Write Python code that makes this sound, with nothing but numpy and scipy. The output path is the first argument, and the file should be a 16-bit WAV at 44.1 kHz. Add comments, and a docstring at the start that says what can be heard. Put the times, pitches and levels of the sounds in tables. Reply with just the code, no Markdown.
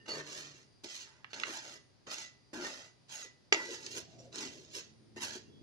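"""Small kitchen, close by: a wooden spatula pushes a moist, crumbly mixture out of a nonstick pan onto a plate.
Strokes are streams of random slips in four registers, rung through pan modes; some modes sing as bent sines.
Past halfway the spatula is knocked on the rim (contacts exciting damped modes) and wiped clean on it.
Clacks, taps and thuds are short damped tones. Behind: shaped-noise air and rumble, a thin whine, a gliding hum."""
import sys
import numpy as np
from scipy import signal
from scipy.fft import rfft, irfft
from scipy.io import wavfile
from scipy.ndimage import map_coordinates

SR = 44100
rng = np.random.default_rng(int(sys.argv[2]) if len(sys.argv) > 2 else 0)


def log_audio(samples):
    """Write samples as a 16-bit WAV file to the path given in sys.argv[1]."""
    # one column per channel
    frames = np.atleast_2d(samples).T
    # limit to full scale, then quantise
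    limited = np.clip(frames, -1, 1)
    pcm = np.round(limited * 32767).astype(np.int16)
    wavfile.write(sys.argv[1], SR, pcm)


N = 247842
TIME = np.arange(N) / SR
FREQS = np.maximum(np.arange(N // 2 + 1) * SR / N, 1)


def scraping(smooth=0.8, crumbs=0.6, catch_db=1.5, drone_hz=650, hiss_hz=2400, fizz_hz=8000, alike_below_hz=600):
    """Tiny slips, breaking crumbs and smooth friction feed four registers that swell with each stroke."""
    # friction spectrum: [f/Hz, relative level/dB]
    friction_spectrum = [(110, -19), (210, -6), (330, 9), (480, 0.5), (750, -6), (1000, -5.5), (1400, -5.5),
                         (1800, 0), (2250, -7.5), (2800, -6.5), (4400, -8.5), (6800, -8.5), (8000, -18.5),
                         (11500, -22.5), (13500, -37.5), (15000, -51.5)]
    slips = grains(per_s=5500, spread_db=3.0) + crumbs * grains(per_s=300, spread_db=1.5)
    # spread along the blade: unlike at the two microphones
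    rub = cut(rng.standard_normal((2, N)), alike_below_hz, "high")
    # blade catches and lets go
    catch = rms_one(cut(rng.standard_normal(N), 90.0, "low"))
    slips = (slips + smooth * rub) * from_db(catch_db * catch)

    above_drone = 1 / (1 + (drone_hz / FREQS) ** 6)
    above_rasp = 1 / (1 + (hiss_hz / FREQS) ** 6)
    above_fizz = 1 / (1 + (fizz_hz / FREQS) ** 24)
    registers = [1 - above_drone, above_drone - above_rasp, above_rasp * (1 - above_fizz), above_fizz]
    colour = gains(friction_spectrum)
    out = 0
    for level, register in zip(efforts(), registers):
        out = out + level * rms_one(shaped(slips, register * colour))
    return out


def efforts(attack_s=.004, ease_db_per_s=6, fizz_db=-64, firm_sweep_db=-48, fizz_growth=1.4,
            fizz_waver_db=2.6, fizz_waver_hz=22):
    """Drone, rasp, hiss and fizz amplitudes: bites grind on bare pan, sweeps move the mixture along."""
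    # bites: [start t/s, length/s, drone level/dB, rasp re drone/dB, hiss re drone/dB]
    bite_table = [(0.056, 0.012, -67, 5, 4), (0.078, 0.12, -47, -4.5, -4), (0.835, 0.014, -51, -9, 1.5),
                  (1.33, 0.15, -57, 2.5, 2), (2.065, 0.034, -51.5, -3, -4), (2.53, 0.11, -47, -5, -7.5),
                  (3.53, 0.085, -50, 0, -3.5), (5.16, 0.024, -53, -2.5, -2)]
    # sweeps: [start t/s, rise/s, length/s, fade after rise/dB, hiss level/dB, rasp re hiss/dB, drone re hiss/dB]
    sweep_table = [(0.231, 0.14, 0.4, 19.5, -48.5, -7.5, -7), (0.871, 0.06, 0.16, 3, -49, -15, -21.5),
                   (1.056, 0.031, 0.24, 13, -75, 8, -5), (1.295, 0.02, 0.03, 2, -66, -1, -18),
                   (1.435, 0.13, 0.17, 5.5, -48.5, -4.5, -10), (1.615, 0.046, 0.13, 0.5, -54.5, -7, -4.5),
                   (2.095, 0.049, 0.029, 13, -43.5, -6.5, -38), (2.112, 0.1, 0.12, -1.5, -48.5, -11, -13),
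                   (2.603, 0.072, 0.26, 12.5, -48.5, -4.5, -3.5), (3.08, 0.067, 0.16, 4.5, -48.5, -8, -25),
                   (3.611, 0.14, 0.14, 2.5, -48, -10, -5), (3.751, 0.018, 0.13, -13, -64, -11.5, -6.5),
                   (3.901, 0.024, 0.037, 9.5, -49.5, -20, -14),
                   (3.933, 0.05, 0.054, 4.5, -44.5, -10.5, -4.5), (4.077, 0.058, 0.074, 1, -68.5, -13, -5),
                   (4.176, 0.024, 0.086, 0.5, -67.5, -20, 4), (4.315, 0.12, 0.155, 9, -45.5, -7, -4.5),
                   (4.446, 0.015, 0.45, 21.5, -55.5, -14.5, 2), (4.692, 0.043, 0.084, 6, -59.5, -22, -16),
                   (4.728, 0.052, .056, 0, -48.5, -12, -11), (5.201, 0.055, 0.034, 10, -38.5, -6.5, -12.5),
                   (5.247, 0.028, 0.11, 0.5, -49, -9.5, -8)]
    drone, rasp, hiss = np.zeros((3, N))
    for s, length_s, db, rasp_db, hiss_db in bite_table:
        bite = from_db(db) * stroke(s, attack_s, length_s, 0)
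        drone += bite
        rasp += from_db(rasp_db) * bite
        hiss += from_db(hiss_db) * bite
    for s, rise_s, length_s, fade_db, db, rasp_db, drone_db in sweep_table:
        sweep = from_db(db) * stroke(s, rise_s, length_s, fade_db)
        # wrist eases: drone dies before hiss
        eased_db = ease_db_per_s * np.clip(TIME - s - rise_s, 0, length_s)
        drone += from_db(drone_db - eased_db) * sweep
        rasp += from_db(rasp_db) * sweep
        hiss += sweep
    # fizz outgrows hiss; its level wavers at random
    speed = hiss / from_db(firm_sweep_db)
    fizz = from_db(fizz_db + fizz_waver_db * drift(fizz_waver_hz)) * speed ** fizz_growth
    return drone, rasp, hiss, fizz


def stroke(s, rise_s, length_s, fade_db, release_db_per_s=288):
    """Stroke envelope: the blade gathers speed, changes level along its path, then lifts."""
    t = np.maximum(TIME - s, 0)
    attack = np.sin(np.pi / 2 * np.minimum(t / rise_s, 1))
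    along = np.clip((t - rise_s) / max(length_s - rise_s, .005), 0, 1)
    lifted_s = np.clip(t - length_s, 0, 1)
    return attack * from_db(-fade_db * along - release_db_per_s * lifted_s)


def wall_echo(x, share, path_s, travel, rate_hz):
    """A pan wall answers after a randomly wandering delay, so comb colouring keeps shifting."""
    r = np.exp(-2 * np.pi * rate_hz / SR)
    # first half dropped: filter settling
    place = rms_one(signal.lfilter([1], [1, -2 * r, r * r], rng.standard_normal(2 * N))[N:])
    delay_s = path_s * np.exp(travel * place)
    echo = np.array([np.interp(TIME - delay_s, TIME, side) for side in x])
    return (x + share * echo) / np.sqrt(1 + share ** 2)


def pan(x, ring_db, shift_db=0, nodes_hz=12):
    """Direct contact plus pan modes; a moving blade crosses their still lines, feeding each by turns."""
    # pan modes: [f/Hz, width/Hz, relative lift/dB]
    pan_modes = [(414, 18, -2), (581, 8, -6), (628, 20, -2), (893, 35, -6), (1262, 30, -7), (1809, 12, 0),
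                 (1981, 4.5, 9), (2293, 10, -2), (2735, 25, -2), (2850, 20, -2), (3345, 10, -3),
                 (4240, 40, -3), (4449, 14, 2), (4716, 25, 1), (5170, 45, 0), (5486, 13, 6), (5669, 16, 0),
                 (6235, 8, 6), (6550, 14, 1), (6830, 22, 2), (7740, 35, 1)]
    out = x
    for hz, width_hz, db in pan_modes:
        feed_db = ring_db + db + shift_db * np.tanh(drift(nodes_hz))
        out = out + resonance(x * from_db(feed_db), hz, width_hz)
    return out


def hollow(width_hz=120):
    """The gap under the blade rings like a cavity; its pitch falls as the gap opens."""
    # light stroke: [start t/s, length/s, start f/Hz, end f/Hz, level/dB]
    gap_stroke = (3.11, .15, 900, 430, -61)
    s, length_s, from_hz, to_hz, db = gap_stroke
    hz = from_hz * (to_hz / from_hz) ** np.clip((TIME - s) / length_s, 0, 1)
    noise = rms_one(cut(rng.standard_normal(N), width_hz, "low"))
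    carrier = np.sin(2 * np.pi * np.cumsum(hz) / SR)
    return from_db(db) * stroke(s, length_s / 2, length_s, 0) * noise * carrier


def squeaks(flutter=0.3, waver=.002, rate_hz=130, ring_on_db=-9):
    """Stick-slip locks on to a mode: a tone of unsteady strength and pitch that rings on steadily."""
    # squeaks: [peak t/s, swell half-length/s, f/Hz, level/dB, ring t60/s]
    squeak_table = [(0.03, 0.055, 1812, -62, .3), (0.01, .04, 2842, -66, .2), (0.064, .009, 2842, -55, .2),
                    (0.1, 0.026, 2842, -46, .2), (0.118, 0.036, 4452, -38, .18),
                    (0.158, .016, 4480, -45, .15), (0.15, .04, 1810, -52, .2),
                    (0.208, 0.026, 1810, -44, .2), (1.313, .012, 4450, -56, .2),
                    (1.345, .008, 4300, -44, .1), (1.77, .06, 1982, -64, .6), (2.11, 0.02, 4450, -46, .2),
                    (2.255, 0.055, 1982, -55, .65), (2.608, 0.06, 354.5, -45, .3),
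                    (2.64, .035, 5486, -49, .3), (2.661, 0.02, 1830, -39, .2), (2.85, 0.08, 1982, -64, .55),
                    (3.16, 0.03, 6570, -48, .2), (3.235, .022, 6570, -46, .2), (3.265, 0.07, 1981, -58, .6),
                    (4.2, .016, 5600, -55, .2), (4.205, .016, 7100, -62, .15), (4.42, .04, 1982, -54, .4),
                    (5.173, 0.012, 1810, -47, .2), (5.47, .05, 2780, -72, .2), (5.56, .08, 3340, -69, .4)]
    out = np.zeros(N)
    bend, rough = rms_one(cut(rng.standard_normal((2, N)), rate_hz, "low"))
    for s, length_s, hz, db, t60_s in squeak_table:
        driven = swell(s, length_s)
        tail = (TIME > s) * from_db(ring_on_db - 60 * np.clip((TIME - s) / t60_s, 0, 2))
        strength = np.maximum(driven * (1 + flutter * rough), tail)
        clock_s = np.cumsum(1 + waver * bend * driven) / SR
        out += from_db(db) * strength * np.sin(2 * np.pi * hz * clock_s)
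    return out


def knock(level_db=-1.5, crack_db=-23.5, crack_t60_s=0.15, low_hz=105, top_hz=7300):
    """Flat wood meets the rim in a quick run of contacts; each excites a crack and damped modes."""
    # contacts: [t/s, relative level/dB, contact softness (lowpass) f/Hz]
    contacts = [(3.5237, -3, 2500), (3.5282, -27, 5400), (3.5262, -1.5, 11000), (3.5319, -17.5, 1900),
                (3.5456, -11, 3300)]
    # struck blade and rim: [f/Hz, relative level/dB, t60/s]
    rim_modes = [(324, -40, 0.08), (407, -29, 0.036), (640, -33, .1), (633, -18.5, 0.0028),
                 (1340, -31.5, 0.019), (1970, -10.5, 0.011), (1981, -28, 0.12), (2220, -13, 0.011),
                 (2310, -34.5, .11), (2730, -47.5, .18), (3300, -22, 0.013), (4610, -15.5, 0.01),
                 (5510, -28.5, 0.025), (6370, -26, 0.0023), (6830, -34, .08)]
    force = np.zeros(N)
    for s, db, soft_hz in contacts:
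        add(force, s, from_db(db) * cut(signal.unit_impulse(256), soft_hz, "low", order=1))
    t, fade = dying(crack_t60_s, .2)
    body = from_db(crack_db) * fade * cut(rng.standard_normal(len(t)), [250, 6500], "band")
    for hz, db, t60_s in rim_modes:
        body += from_db(db) * dying(t60_s, .2)[1] * np.cos(2 * np.pi * hz * t)
    blow = cut(signal.fftconvolve(force, body)[:N], low_hz, "high")
    return from_db(level_db) * cut(blow, top_hz, "low", order=8)


def clacks(crack_db=-5, crack_t60_s=.015, top_hz=4800):
    """Bare, hard contact of wood on pan: a dense crack plus a few short wood modes."""
    # clacks: [t/s, level/dB, pitch f/Hz]
    clack_table = [(1.2445, -37.5, 1304), (1.415, -39.5, 1610), (1.435, -21.5, 2020)]
    # modes: [multiple of pitch, relative level/dB, t60/s]
    wood_modes = [(.72, -7, .012), (1, -2, .011), (1.3, -4, .011), (1.9, -11, .008)]
    out = np.zeros(N)
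    for s, level_db, hz in clack_table:
        t, fade = dying(crack_t60_s, .05)
        burst = rms_one(cut(rng.standard_normal(len(t)), [hz / 2, hz * 2], "band"))
        clack = from_db(crack_db) * fade * burst
        for multiple, db, t60_s in wood_modes:
            clack += from_db(db) * dying(t60_s, .05)[1] * np.cos(2 * np.pi * hz * multiple * t)
        add(out, s, from_db(level_db) * cut(clack, hz * .64, "high", order=4))
    return cut(out, top_hz, "low", order=4)


def taps(note=0.43, grit=0.6, top_hz=7000):
    """Light blade ticks on pan and plate: a heavily damped note with a burst of grit around it."""
    # taps: [t/s, level/dB, pitch f/Hz, t60/s]
    tap_table = [(0.0812, -38, 2850, 0.009), (0.0895, -33, 4330, 0.0061), (.8435, -34, 4250, 0.013),
                 (1.3315, -32, 2600, .02), (1.3409, -37, 4200, 0.045), (1.399, -24, 3350, 0.008),
                 (3.747, -36, 5600, 0.0065), (3.8638, -27.5, 4600, 0.017), (3.9135, -37, 5500, .008),
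                 (4.327, -41, 4100, .012), (4.452, -32, 4500, 0.0081), (5.356, -32, 5700, 0.0069),
                 (4.3575, -29.5, 5000, 0.016), (4.3829, -27.5, 4400, 0.014)]
    out = np.zeros(N)
    for s, db, hz, t60_s in tap_table:
        t, fade = dying(t60_s, 0.015)
        band_hz = [hz * .5, hz * 2]
        burst = rms_one(cut(rng.standard_normal(len(t)), band_hz, "band", order=1))
        tap = fade * (note * np.sin(2 * np.pi * hz * t) + grit * burst)
        add(out, s, from_db(db) * cut(tap, band_hz, "band"))
    return cut(out, top_hz, "low", order=4)


def thuds(t60_s=0.089, rise_s=0.003):
    """Blade landing through the mixture, or a dropped lump: a cushioned blow moves low, damped modes."""
    # thuds: [t/s, level/dB, pitch f/Hz]
    thud_table = [(0.844, -42.5, 345), (1.496, -41.5, 329), (2.533, -68, 353), (3.253, -55, 430),
                  (3.69, -37, 458), (4.762, -42, 418), (5.165, -40, 359.5), (5.355, -39.5, 364)]
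    # modes: [multiple of pitch, relative level/dB]
    thud_modes = [(.86, -9), (0.999, 0.5), (1.181, -4.5)]
    out = np.zeros(N)
    t, fade = dying(t60_s, .2)
    for s, db, hz in thud_table:
        ring = sum(from_db(mode_db) * np.sin(2 * np.pi * hz * multiple * t) for multiple, mode_db in thud_modes)
        add(out, s, from_db(db) * fade * (1 - np.exp(-t / rise_s)) * ring)
    return out


def kitchen(x, room_db, room_t60_s, counter_db, bounce, counter_t60_s=0.031, room_top_hz=7000):
    """Two microphones hear the source by paths of their own, then counter and room reflections."""
    # short paths over the pan, a row per microphone, left then right: [delay 1/s, delay 2/s]
    path_delays = [(0.000155, 0.0002996), (0.0000946, 0.0002218)]
    # left minus right: [f/Hz, level difference/dB]
    stereo_lean = [(100, 1.5), (380, 4.5), (690, 3.5), (1270, -0.5), (2340, -5.5), (4320, -2), (8000, -5),
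                   (14000, -7)]
    x = np.broadcast_to(x, (2, N))
    t, room_fade = dying(room_t60_s, .5)
    counter, room = cut(rng.standard_normal((2, 2, len(t))), [300, 8500], "band", order=1)
    counter = counter * dying(counter_t60_s, .5)[1] * (t > .001)
    # finest treble dies in the walls
    room = cut(room, room_top_hz, "low", order=6) * room_fade * (t > .005)
    # unit-energy tails: levels are re direct sound
    echoes = from_db(counter_db) * rms_one(counter) + from_db(room_db) * rms_one(room)
    echoes = echoes / np.sqrt(len(t))
    direct = np.array([scatter(side, delays_s, bounce) for side, delays_s in zip(x, path_delays)])
    heard = direct + signal.fftconvolve(x, echoes, axes=1)[:, :N]
    return shaped(heard, gains(stereo_lean) ** np.array([[.5], [-.5]]))


def scatter(x, delays_s, bounce):
    """Short repeated reflections as allpasses: they scramble phase and leave colour alone."""
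    turns = [np.exp(-2j * np.pi * FREQS * s) for s in delays_s]
    return shaped(x, np.prod([(bounce + z) / (1 + bounce * z) for z in turns], axis=0))


def rumble(swell_width=0.16):
    """Dull low noise of varying level, with low, hollow swells from doubly resonated noise."""
    # level: [t/s, level/dB]
    rumble_level = [(0, -64.5), (.9, -71), (3.4, -70.5), (4.1, -61), (4.55, -62.5), (4.85, -66.5),
                    (5.62, -58)]
    # colour: [f/Hz, relative level/dB]
    rumble_colour = [(35, -21), (80, 0), (112, 3.5), (160, 3), (250, 0), (400, -0.5), (600, -17),
                     (1200, -52.5)]
    # hollow swells: [peak t/s, half-length/s, f/Hz, level/dB]
    swell_table = [(4.182, 0.34, 656, -65), (4.26, 0.084, 525, -61)]
    level_db = np.interp(TIME, *np.transpose(rumble_level))
    out = from_db(level_db) * rms_one(shaped(wide_noise(), gains(rumble_colour)))
    for s, length_s, hz, db in swell_table:
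        width_hz = hz * swell_width
        tone = resonance(resonance(rng.standard_normal(N), hz, width_hz), hz, width_hz)
        out += from_db(db) * swell(s, length_s) * rms_one(tone)
    return out


def air(level_db=-69.5):
    """Room air: steady, wide shaped noise."""
    # colour: [f/Hz, relative level/dB]
    air_colour = [(15, -33), (25, -17), (125, 5), (237, -18), (604, -9), (1500, -16.5), (2020, -16),
                  (3010, -18.5), (4200, -15.5), (5140, -14), (6800, -24), (8780, -36), (9770, -28.5),
                  (15000, -66)]
    return from_db(level_db) * rms_one(shaped(wide_noise(), gains(air_colour)))


def whine(waver_db=3):
    """Faint thin whine: sines with wandering level and phase."""
    # partials: [f/Hz, level/dB]
    whine_partials = [(4764, -81), (9528, -90.5)]
    out = np.zeros(N)
    for hz, db in whine_partials:
        tone = rms_one(np.sin(2 * np.pi * hz * TIME + drift(9.2)))
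        out += from_db(db + waver_db * drift(8)) * tone
    return out


def hum(waver=0.012, flicker_db=4.0):
    """Faint, far motor-like hum: low harmonics glide together, each fading in and out on its own."""
    # course: [t/s, pitch f/Hz, level/dB]
    hum_course = [(0, 139.1, -74), (.17, 147.4, -60.5), (.36, 154.1, -59), (0.539, 138.5, -68),
                  (.8, 123.8, -84), (3.7, 135.8, -80.5), (3.98, 127.3, -64), (4.12, 121.1, -74),
                  (4.3, 123, -70), (4.65, 118.6, -74), (5.0, 109.4, -68), (5.251, 108.1, -62.5),
                  (5.62, 113.5, -71.5)]
    # harmonics: [multiple, relative level/dB]
    hum_harmonics = [(1, 0), (2, -2), (3, -10.5), (4, -14)]
    s, hz, level_db = np.transpose(hum_course)
    pitch_hz = np.interp(TIME, s, hz) * (1 + waver * drift(20))
    phase = 2 * np.pi * np.cumsum(pitch_hz) / SR
    tone = np.zeros(N)
    for multiple, db in hum_harmonics:
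        tone += from_db(db + flicker_db * drift(11)) * np.sin(multiple * phase)
    return from_db(np.interp(TIME, s, level_db)) * tone


def from_db(db):
    """Decibels to gain."""
    return 10 ** (np.asarray(db) / 20)


def rms_one(x):
    """Scale to unit rms."""
    return x / np.sqrt(np.mean(x ** 2) + 1e-20)


def gains(points):
    """[f/Hz, level/dB] table to a gain per FFT bin, interpolated over log frequency."""
    hz, db = np.transpose(points)
    return from_db(np.interp(np.log(FREQS), np.log(hz), db))


def shaped(x, gain):
    """Filter by a gain per FFT bin."""
    return irfft(rfft(x) * gain, N)


def awake(x):
    """An inaudible trickle keeps a filter from running dry."""
    return x + 1e-15 * np.sin(np.arange(np.shape(x)[-1]))


def cut(x, hz, kind, order=2):
    """Causal Butterworth filter."""
    sos = signal.butter(order, np.minimum(hz, .45 * SR), kind, fs=SR, output="sos")
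    return signal.sosfilt(sos, awake(x))


def resonance(x, hz, width_hz):
    """Two-pole resonance, peak gain 1."""
    r = np.exp(-np.pi * width_hz / SR)
    zeros = np.array([1, 0, -1]) * (1 - r * r) / 2
    poles = [1, -2 * r * np.cos(2 * np.pi * hz / SR), r * r]
    return signal.lfilter(zeros, poles, awake(x))


def dying(t60_s, length_s):
    """Times and an envelope that falls 60 dB in t60_s."""
    t = TIME[:int(length_s * SR)]
    return t, np.exp(-np.log(1000) * t / t60_s)


def swell(s, length_s):
    """Gaussian rise and fall around s, down to exp(-2) at length_s either side."""
    return np.exp(-2 * np.minimum(((TIME - s) / length_s) ** 2, 20))


def add(out, s, sound):
    """Mix a short sound in at time s."""
    part = out[int(s * SR):][:len(sound)]
    part += sound[:len(part)]


def grains(per_s, spread_db):
    """Random clicks, mostly small and a few large; rms 1."""
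    sizes = from_db(spread_db * np.minimum(rng.exponential(1, N), 4)) * rng.choice([-1, 1], N)
    return rms_one(sizes * (rng.random(N) < per_s / SR))


def drift(rate_hz):
    """Smooth random wander, rms 1, by cubic interpolation of random knots."""
    knots = rng.standard_normal(int(N / SR * rate_hz) + 4)
    coarse_s = TIME[::100]
    return rms_one(np.interp(TIME, coarse_s, map_coordinates(knots, [coarse_s * rate_hz + 1], order=3)))


def wide_noise(width=0.9):
    """Stereo white noise: a shared part plus a part of opposite sign on each side."""
    middle, side = rng.standard_normal((2, 1, N))
    return middle + width * side * [[1], [-1]]


def scene():
    """Strokes, squeaks, knock and ticks sound into the kitchen; knock and ticks lean to the right."""
    counter_db = -11
    far_wall = wall_echo(scraping(), share=0.53, path_s=0.001602, travel=0.2237, rate_hz=2.46)
    rubbing = wall_echo(far_wall, share=0.21, path_s=0.000697, travel=.35, rate_hz=3.5)  # near wall
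    on_pan = pan(rubbing, ring_db=-1.5, shift_db=6.5) + hollow() + thuds()
    strokes = kitchen(on_pan, room_db=-17.5, room_t60_s=0.44, counter_db=counter_db, bounce=0.67)
    singing = kitchen(squeaks(), room_db=-23, room_t60_s=0.32, counter_db=-21.5, bounce=0.81)
    rim_blows = pan(knock(), ring_db=-2.5)
    blows = kitchen(rim_blows, room_db=-22.5, room_t60_s=0.45, counter_db=counter_db, bounce=0.56)
    ticks = kitchen(taps() + clacks(), room_db=-14, room_t60_s=0.32, counter_db=counter_db, bounce=0.72)
    lean_right = from_db([[-1.0], [1.0]])
    return strokes + singing + (blows + ticks) * lean_right + rumble() + air() + whine() + hum()


def record(dry):
    """Steep elliptic lowpass at 15 kHz."""
    return signal.sosfilt(signal.ellip(10, .1, 70, 15000, fs=SR, output="sos"), dry)


dry = scene()
out = record(dry)
log_audio(out)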